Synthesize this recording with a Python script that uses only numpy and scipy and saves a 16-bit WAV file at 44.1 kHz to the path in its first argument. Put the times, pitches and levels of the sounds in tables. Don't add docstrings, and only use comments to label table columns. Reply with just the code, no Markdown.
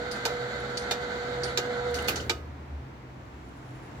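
import sys
import numpy as np
from scipy import signal
from scipy.fft import rfft, irfft
from scipy.io import wavfile
from scipy.ndimage import uniform_filter1d

SR = 44100
rng = np.random.default_rng(int(sys.argv[2]) if len(sys.argv) > 2 else 0)


def waveform_to_disk(signal):
    frames = np.transpose(np.atleast_2d(signal))
    scaled = np.clip(frames, -1, 1) * 32767
    samples = np.round(scaled).astype(np.int16)
    wavfile.write(sys.argv[1], SR, samples)


N = 176400

# time in seconds, level in dB.
IDLE_BOOM = [(0, -51.5), (.55, -47), (1.0, -52.5), (1.45, -43.5), (2.0, -48.5), (2.55, -50), (3.1, -48.5),
             (3.45, -57.5), (3.62, -48), (4, -48.5)]
# time in seconds, level in dB.
TRAFFIC_RIDE = [(0, -45), (2.5, -44.5), (3.1, -46), (3.45, -45.5), (3.7, -45.5), (4, -43.5)]
HUM_RIDE = [(0, -36.5), (.2, -41.5), (.32, -35), (.6, -39.5), (.9, -37.5), (1.2, -37.5), (1.45, -34),
            (1.53, -38), (1.7, -33), (1.92, -30.5), (2.0, -37), (2.08, -35.5), (2.17, -72)]
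# time in seconds, rate in Hz.
MESH_RATE = [(0, 242.5), (.5, 242.8), (1.42, 242.6), (1.8, 242.7), (2.08, 241.5), (2.2, 238)]
# multiple of the mesh rate, level in dB, left over right in dB.
HUM_PARTIALS = [(1, -23, -1), (2, -1, -4), (2.94, -13.5, -1), (3, -17, 10.5), (4, -20, -5), (5.15, -20, -1),
                (6.18, -22.5, 6)]
# pitch in Hz, level in dB.
HOUSING_MODES = [(212, -17.5), (245, -20), (362, -22), (1350, -15.5), (1428, -14), (2042, -17.5),
                 (2155, -22.5), (2543, -26.5), (4101, -23), (4559, -28)]
# start in seconds, then level, ring, sizzle and
# left over right, all in dB.
CLICKS = [(0.1132, -40, 1.5, 7, -3), (.7712, -34.5, -0.5, -0.5, -1.5), (1.4338, -37.5, 5, 2, -3),
          (1.9419, -33.5, -9.5, 5, 2), (1.951, -41, -4, 11, -4), (2.075, -37.5, -9, 4, -9),
          (2.1574, -30.5, -17, 0, -1)]
# start in seconds, then level, knock, bite
# and sizzle in dB, attack in seconds, the crack's t60 in seconds and its left over right in dB.
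CLACKS = [(0.2522, -20, -1, 1, 4, 0.0008, 0.059, -5.5), (.2597, -26, -8, -13, 6, .0004, .07, 4),
          (0.9097, -21, -6, 0, 0, .0007, 0.1, -3), (1.5738, -19.5, -4.5, 0, 1, .0005, 0.09, -2),
          (2.0827, -22.5, -1, 9.5, 14, 0.00075, 0.11, -3), (2.2958, -19.5, -6, 3.5, -1, 0.0003, 0.08, -4.5)]
# pitch in Hz, level in dB, t60 in seconds.
PAWL_MODES = [(4240, -0.5, 0.076), (4610, 1.5, 0.12), (5100, -3, 0.072), (5930, -6, 0.072),
              (8700, -11, 0.2), (10000, -19.5, 0.29)]
CABINET_MODES = [(358, -26, 0.4), (469, -13.5, 0.22), (909, -10.5, 0.091), (1253, -21, 0.38),
                 (1512, -16, 0.14), (2430, -17.5, 0.15), (2874, -21, 0.24), (4280, -23, 0.17),
                 (6600, -18, 0.1)]
# peak time in seconds, pitch in Hz, length in seconds, level in dB.
SQUEAKS = [(.603, 10800, 0.012, -55), (3.462, 9450, 0.022, -73), (3.677, 10300, 0.06, -75.5),
           (3.843, 10900, 0.03, -71)]
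# start in seconds, level in dB.
THUDS = [(1.432, -33), (1.585, -34), (2.305, -40)]
TAPS = [(1.477, -38), (1.987, -29.5), (2.198, -32)]
# time in seconds, pitch in Hz, level in dB.
DRONE = [(1.8, 67.75, -57), (1.89, 75, -46), (1.96, 75.5, -39), (2.09, 74.4, -48.5), (2.19, 79.1, -42),
         (2.3, 79, -46), (2.45, 75.7, -40.5), (2.67, 75, -46), (2.75, 72, -34), (2.81, 72, -40),
         (2.88, 65.6, -58)]
# frequency in Hz, relative spectral density in dB.
TRAFFIC_COLOUR = [(25, -43), (50, -6.5), (70, -10.5), (100, -6), (160, -11.5), (200, -13), (280, -8.5),
                  (420, -16.5), (650, -17.5), (900, -17), (1200, -21), (2050, -25.5), (2900, -32.5),
                  (7300, -46), (8600, -53.5), (16000, -55)]
GRIND_COLOUR = [(150, -24), (200, -13), (300, -18), (480, -11.5), (720, -13), (1100, -20.5), (1450, -9.5),
                (1800, -16), (2100, -15.5), (2500, -32.5), (3300, -23.5), (4320, -23.5), (5460, -36.5),
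                (7040, -33.5), (9440, -53), (10600, -49), (16000, -60)]
CLICK_COLOUR = [(800, -34), (2400, -5), (3400, -2.5), (4700, -2), (6500, -1.5), (8300, -13.5), (10300, -18),
                (14500, -25), (16000, -33)]
CLACK_COLOUR = [(120, -31), (400, 5.5), (700, 4.5), (1050, -1), (1450, 5), (1900, -2), (2700, 0.5),
                (4600, 2), (6000, -2), (7700, -7.5), (8900, -25.5), (10300, -17), (13000, -19),
                (15000, -22), (16000, -35)]
CHATTER_COLOUR = [(3000, -8), (6500, 0), (9500, -1), (11000, -5), (15500, -10)]
SHUDDER_COLOUR = [(80, -4), (105, 12), (170, -4.5), (320, 0), (500, 1.5), (1200, -36)]
TYRE_COLOUR = [(1500, 13.5), (4000, -2), (6500, -2), (7400, 1.5), (8400, -12), (15000, -15)]

NEAR_ALIKE_HZ, FAR_ALIKE_HZ = 800, 550
DIRECT_SHARE = 0.2
ATTACK_S, SIZZLE_PAN_DB = 0.0023, -3.5
TIME = np.arange(N) / SR
FREQS = np.maximum(np.arange(N // 2 + 1) * SR / N, 1)
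SIZZLE = 1 / (1 + (9050 / FREQS) ** 10)


def undb(db):
    return 10 ** (np.asarray(db) / 20)


def unit(x):
    return x / np.sqrt(np.mean(x ** 2))


def curve(rows, column=1):
    rows = np.array(rows)
    return np.interp(TIME, rows[:, 0], rows[:, column])


def pan(db):
    return undb(np.array([[db], [-db]]) / 2)


def wander(rate_hz):
    hold = int(SR / rate_hz)
    steps = np.repeat(rng.standard_normal(N // hold + 1), hold)[:N]
    return unit(uniform_filter1d(steps, hold))


def turn(hz):
    return 2 * np.pi * np.cumsum(hz) / SR


def stereo_noise(gain, alike_hz=NEAR_ALIKE_HZ, direct=DIRECT_SHARE):
    direct = min(direct, 0.95)
    alike = direct + (0.95 - direct) / (1 + (FREQS / alike_hz) ** 4)
    mid, side = rfft(rng.standard_normal((2, N))) * gain * np.sqrt([1 + alike, 1 - alike])
    return unit(irfft(np.array([mid + side, mid - side]), N))


def noise(colour, alike_hz=NEAR_ALIKE_HZ, direct=DIRECT_SHARE):
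    hz, db = np.array(colour).T
    gain = undb(np.interp(np.log(FREQS), np.log(hz), db))
    return stereo_noise(gain / (1 + (hz[0] / FREQS / 2) ** 4), alike_hz, direct)


def band(hz, width_hz):
    return stereo_noise(1 / (1 + ((FREQS - hz) / width_hz * 2) ** 2))


def eq(x, gain):
    return irfft(rfft(x) * gain, N)


def fade(t60):
    return np.exp(-np.log(1000) * np.minimum(TIME / t60, 10))


def blow(t60, attack_s=ATTACK_S):
    return (1 - np.exp(-TIME / attack_s)) * np.hypot(fade(t60), undb(-15) * fade(t60=0.23))


def swell(peak_s, width_s):
    return np.exp(-np.minimum(((TIME - peak_s) / width_s) ** 2, 20))


def at(x, start_s):
    return np.pad(x, ((0, 0), (int(start_s * SR), 0)))[:, :N]


def aside(x, lag_s):
    return np.vstack([at(x[:1], max(lag_s, 0)), at(x[1:], max(-lag_s, 0))])


def panels(spacing_hz, depth_db):
    grid = np.arange(0, SR / 2, spacing_hz)
    peaks = rng.standard_normal((N // 100, 2)).T
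    ripple = np.array([np.interp(FREQS, grid, ear[:len(grid)]) for ear in peaks])
    return unit(undb(depth_db * ripple * np.minimum(FREQS / NEAR_ALIKE_HZ / 2, 1)))


def idling_car(firing_hz=64.8):
    firing = turn(firing_hz * (1 + 0.01615 * wander(15)))
    fundamental = np.sin(firing) * undb(-56.5 + 4.5 * wander(9.4))
    boom = np.sin(2 * firing) * undb(curve(IDLE_BOOM) + 2 * wander(15))
    return np.sqrt(2) * (fundamental + boom)


def traffic():
    diffuse = noise(TRAFFIC_COLOUR, FAR_ALIKE_HZ, direct=0)
    from_left = aside(noise(TRAFFIC_COLOUR, FAR_ALIKE_HZ, direct=1), lag_s=-0.000507)
    return unit(diffuse + undb(-6.5) * from_left) * undb(curve(TRAFFIC_RIDE) - 0.4 * wander(5))


def motor(box, cut_out_s=2.166, run_down_db_per_s=88):
    mesh_hz, hum = curve(MESH_RATE), 0
    for multiple, db, pan_db in HUM_PARTIALS:
        jitter = 1 + 0.00523 * wander(39.88)
        tone = np.sqrt(2) * np.sin(turn(multiple * mesh_hz * jitter))
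        hum += tone * undb(db + 1.1 * wander(30.24)) * pan(pan_db)
    teeth = unit(1 + 0.14 * np.cos(turn(mesh_hz)))
    scrape = eq(noise(GRIND_COLOUR), box) * teeth
    housing = sum(undb(db) * band(hz, width_hz=16) for hz, db in HOUSING_MODES)
    grind = (scrape + housing) * undb(-36.5 + wander(34.64)) * pan(-1.5)
    run_down = undb(-run_down_db_per_s * np.maximum(TIME - cut_out_s, 0))
    return (hum * undb(curve(HUM_RIDE)) + grind) * run_down


def pawl_clicks(box, attack_s=0.00063, rebound_s=0.047):
    out, strike = 0, blow(t60=0.14, attack_s=attack_s)[None]
    strikes = strike + undb(-13.5) * at(strike, rebound_s)
    for start_s, db, ring_db, sizzle_db, pan_db in CLICKS:
        tick = eq(noise(CLICK_COLOUR), box * undb(sizzle_db * SIZZLE)) * strikes
        rattle = sum(undb(mode_db) * band(hz, width_hz=320) * blow(t60, attack_s)
                     for hz, mode_db, t60 in PAWL_MODES)
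        out += undb(db) * pan(pan_db) * at(tick + undb(ring_db) * rattle, start_s)
    return out


def clacks(box, knock_hz=1570, bite_hz=2520, bite_width_hz=1350):
    out = 0
    lows = 1 / (1 + (FREQS / knock_hz) ** 4)
    bite = np.exp(-((FREQS - bite_hz) / bite_width_hz * 2) ** 2)
    for start_s, db, knock_db, bite_db, sizzle_db, attack_s, t60, pan_db in CLACKS:
        metal = eq(noise(CLACK_COLOUR), box * pan(SIZZLE_PAN_DB) ** SIZZLE)
        metal = eq(metal, panels(spacing_hz=172.6, depth_db=2.5))
        highs = (1 - lows) * undb(sizzle_db * SIZZLE + bite_db * bite)
        crack = eq(metal, highs) * blow(t60, attack_s) * pan(pan_db)
        knock = eq(metal, lows) * blow(t60=0.14, attack_s=attack_s) * undb(knock_db)
        out += undb(db) * at(crack + knock + cabinet_ring(), start_s)
    return out


def cabinet_ring():
    t, out = TIME[:SR // 2], np.zeros((2, N))
    for hz, db, t60 in CABINET_MODES:
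        strength, detune, skew = rng.standard_normal(3)
        phase = rng.uniform(0, 2 * np.pi) + np.array([[0], [skew * hz / NEAR_ALIKE_HZ / 2]])
        tone = np.sin(2 * np.pi * hz * (1 + 0.0045 * detune) * t + phase)
        out[:, :len(t)] += undb(db + 2 * strength) * fade(t60)[:len(t)] * tone
    return out * (1 - np.exp(-TIME / ATTACK_S))


def squeaks():
    return sum(band(hz, width_hz=260) * undb(db) * swell(peak_s, length_s / 2)
               for peak_s, hz, length_s, db in SQUEAKS)


def linkage_thuds():
    return sum(undb(db) * at(band(hz=365, width_hz=49)[:1] * blow(t60=0.17), start_s)
               for start_s, db in THUDS)


def link_taps():
    return sum(undb(db) * at(band(hz=2950, width_hz=360) * blow(t60=0.043), start_s)
               for start_s, db in TAPS)


def arm_drone():
    tone = np.sqrt(2) * np.sin(turn(curve(DRONE)))
    return tone * undb(curve(DRONE, column=2) + 0.6 * wander(11))


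def linkage_chatter(box, ticks_per_s=220):
    ticks = (rng.random(N) < ticks_per_s / SR) * rng.exponential(size=N)
    envelope = unit(signal.fftconvolve(ticks, fade(t60=0.02))[:N])
    steel = eq(noise(CHATTER_COLOUR), box) * pan(SIZZLE_PAN_DB)
    return steel * envelope * undb(-53) * swell(peak_s=2.01, width_s=0.1)


def cabinet_shudder():
    return noise(SHUDDER_COLOUR) * undb(-38.5) * swell(peak_s=2.182, width_s=0.19)


def tyres():
    return noise(TYRE_COLOUR, FAR_ALIKE_HZ, direct=0) * undb(-59) * swell(peak_s=3.81, width_s=0.71)


def twitter():
    return band(hz=9680, width_hz=600) * undb(-81 + 4.5 * wander(60)) * swell(peak_s=3.7, width_s=0.31)


def scene():
    box = panels(spacing_hz=34.86, depth_db=4)
    drive = motor(box) + clacks(box) + pawl_clicks(box)
    linkage = link_taps() + linkage_chatter(box) + linkage_thuds()
    settling = arm_drone() + cabinet_shudder()
    street = idling_car() + traffic() + tyres() + squeaks() + twitter()
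    return aside(drive + linkage, lag_s=0.0002) + settling + street


def record(dry):
    return signal.sosfilt(signal.ellip(8, 0.2, 70, 16000, fs=SR, output="sos"), dry)


dry = scene()
out = record(dry)
waveform_to_disk(out)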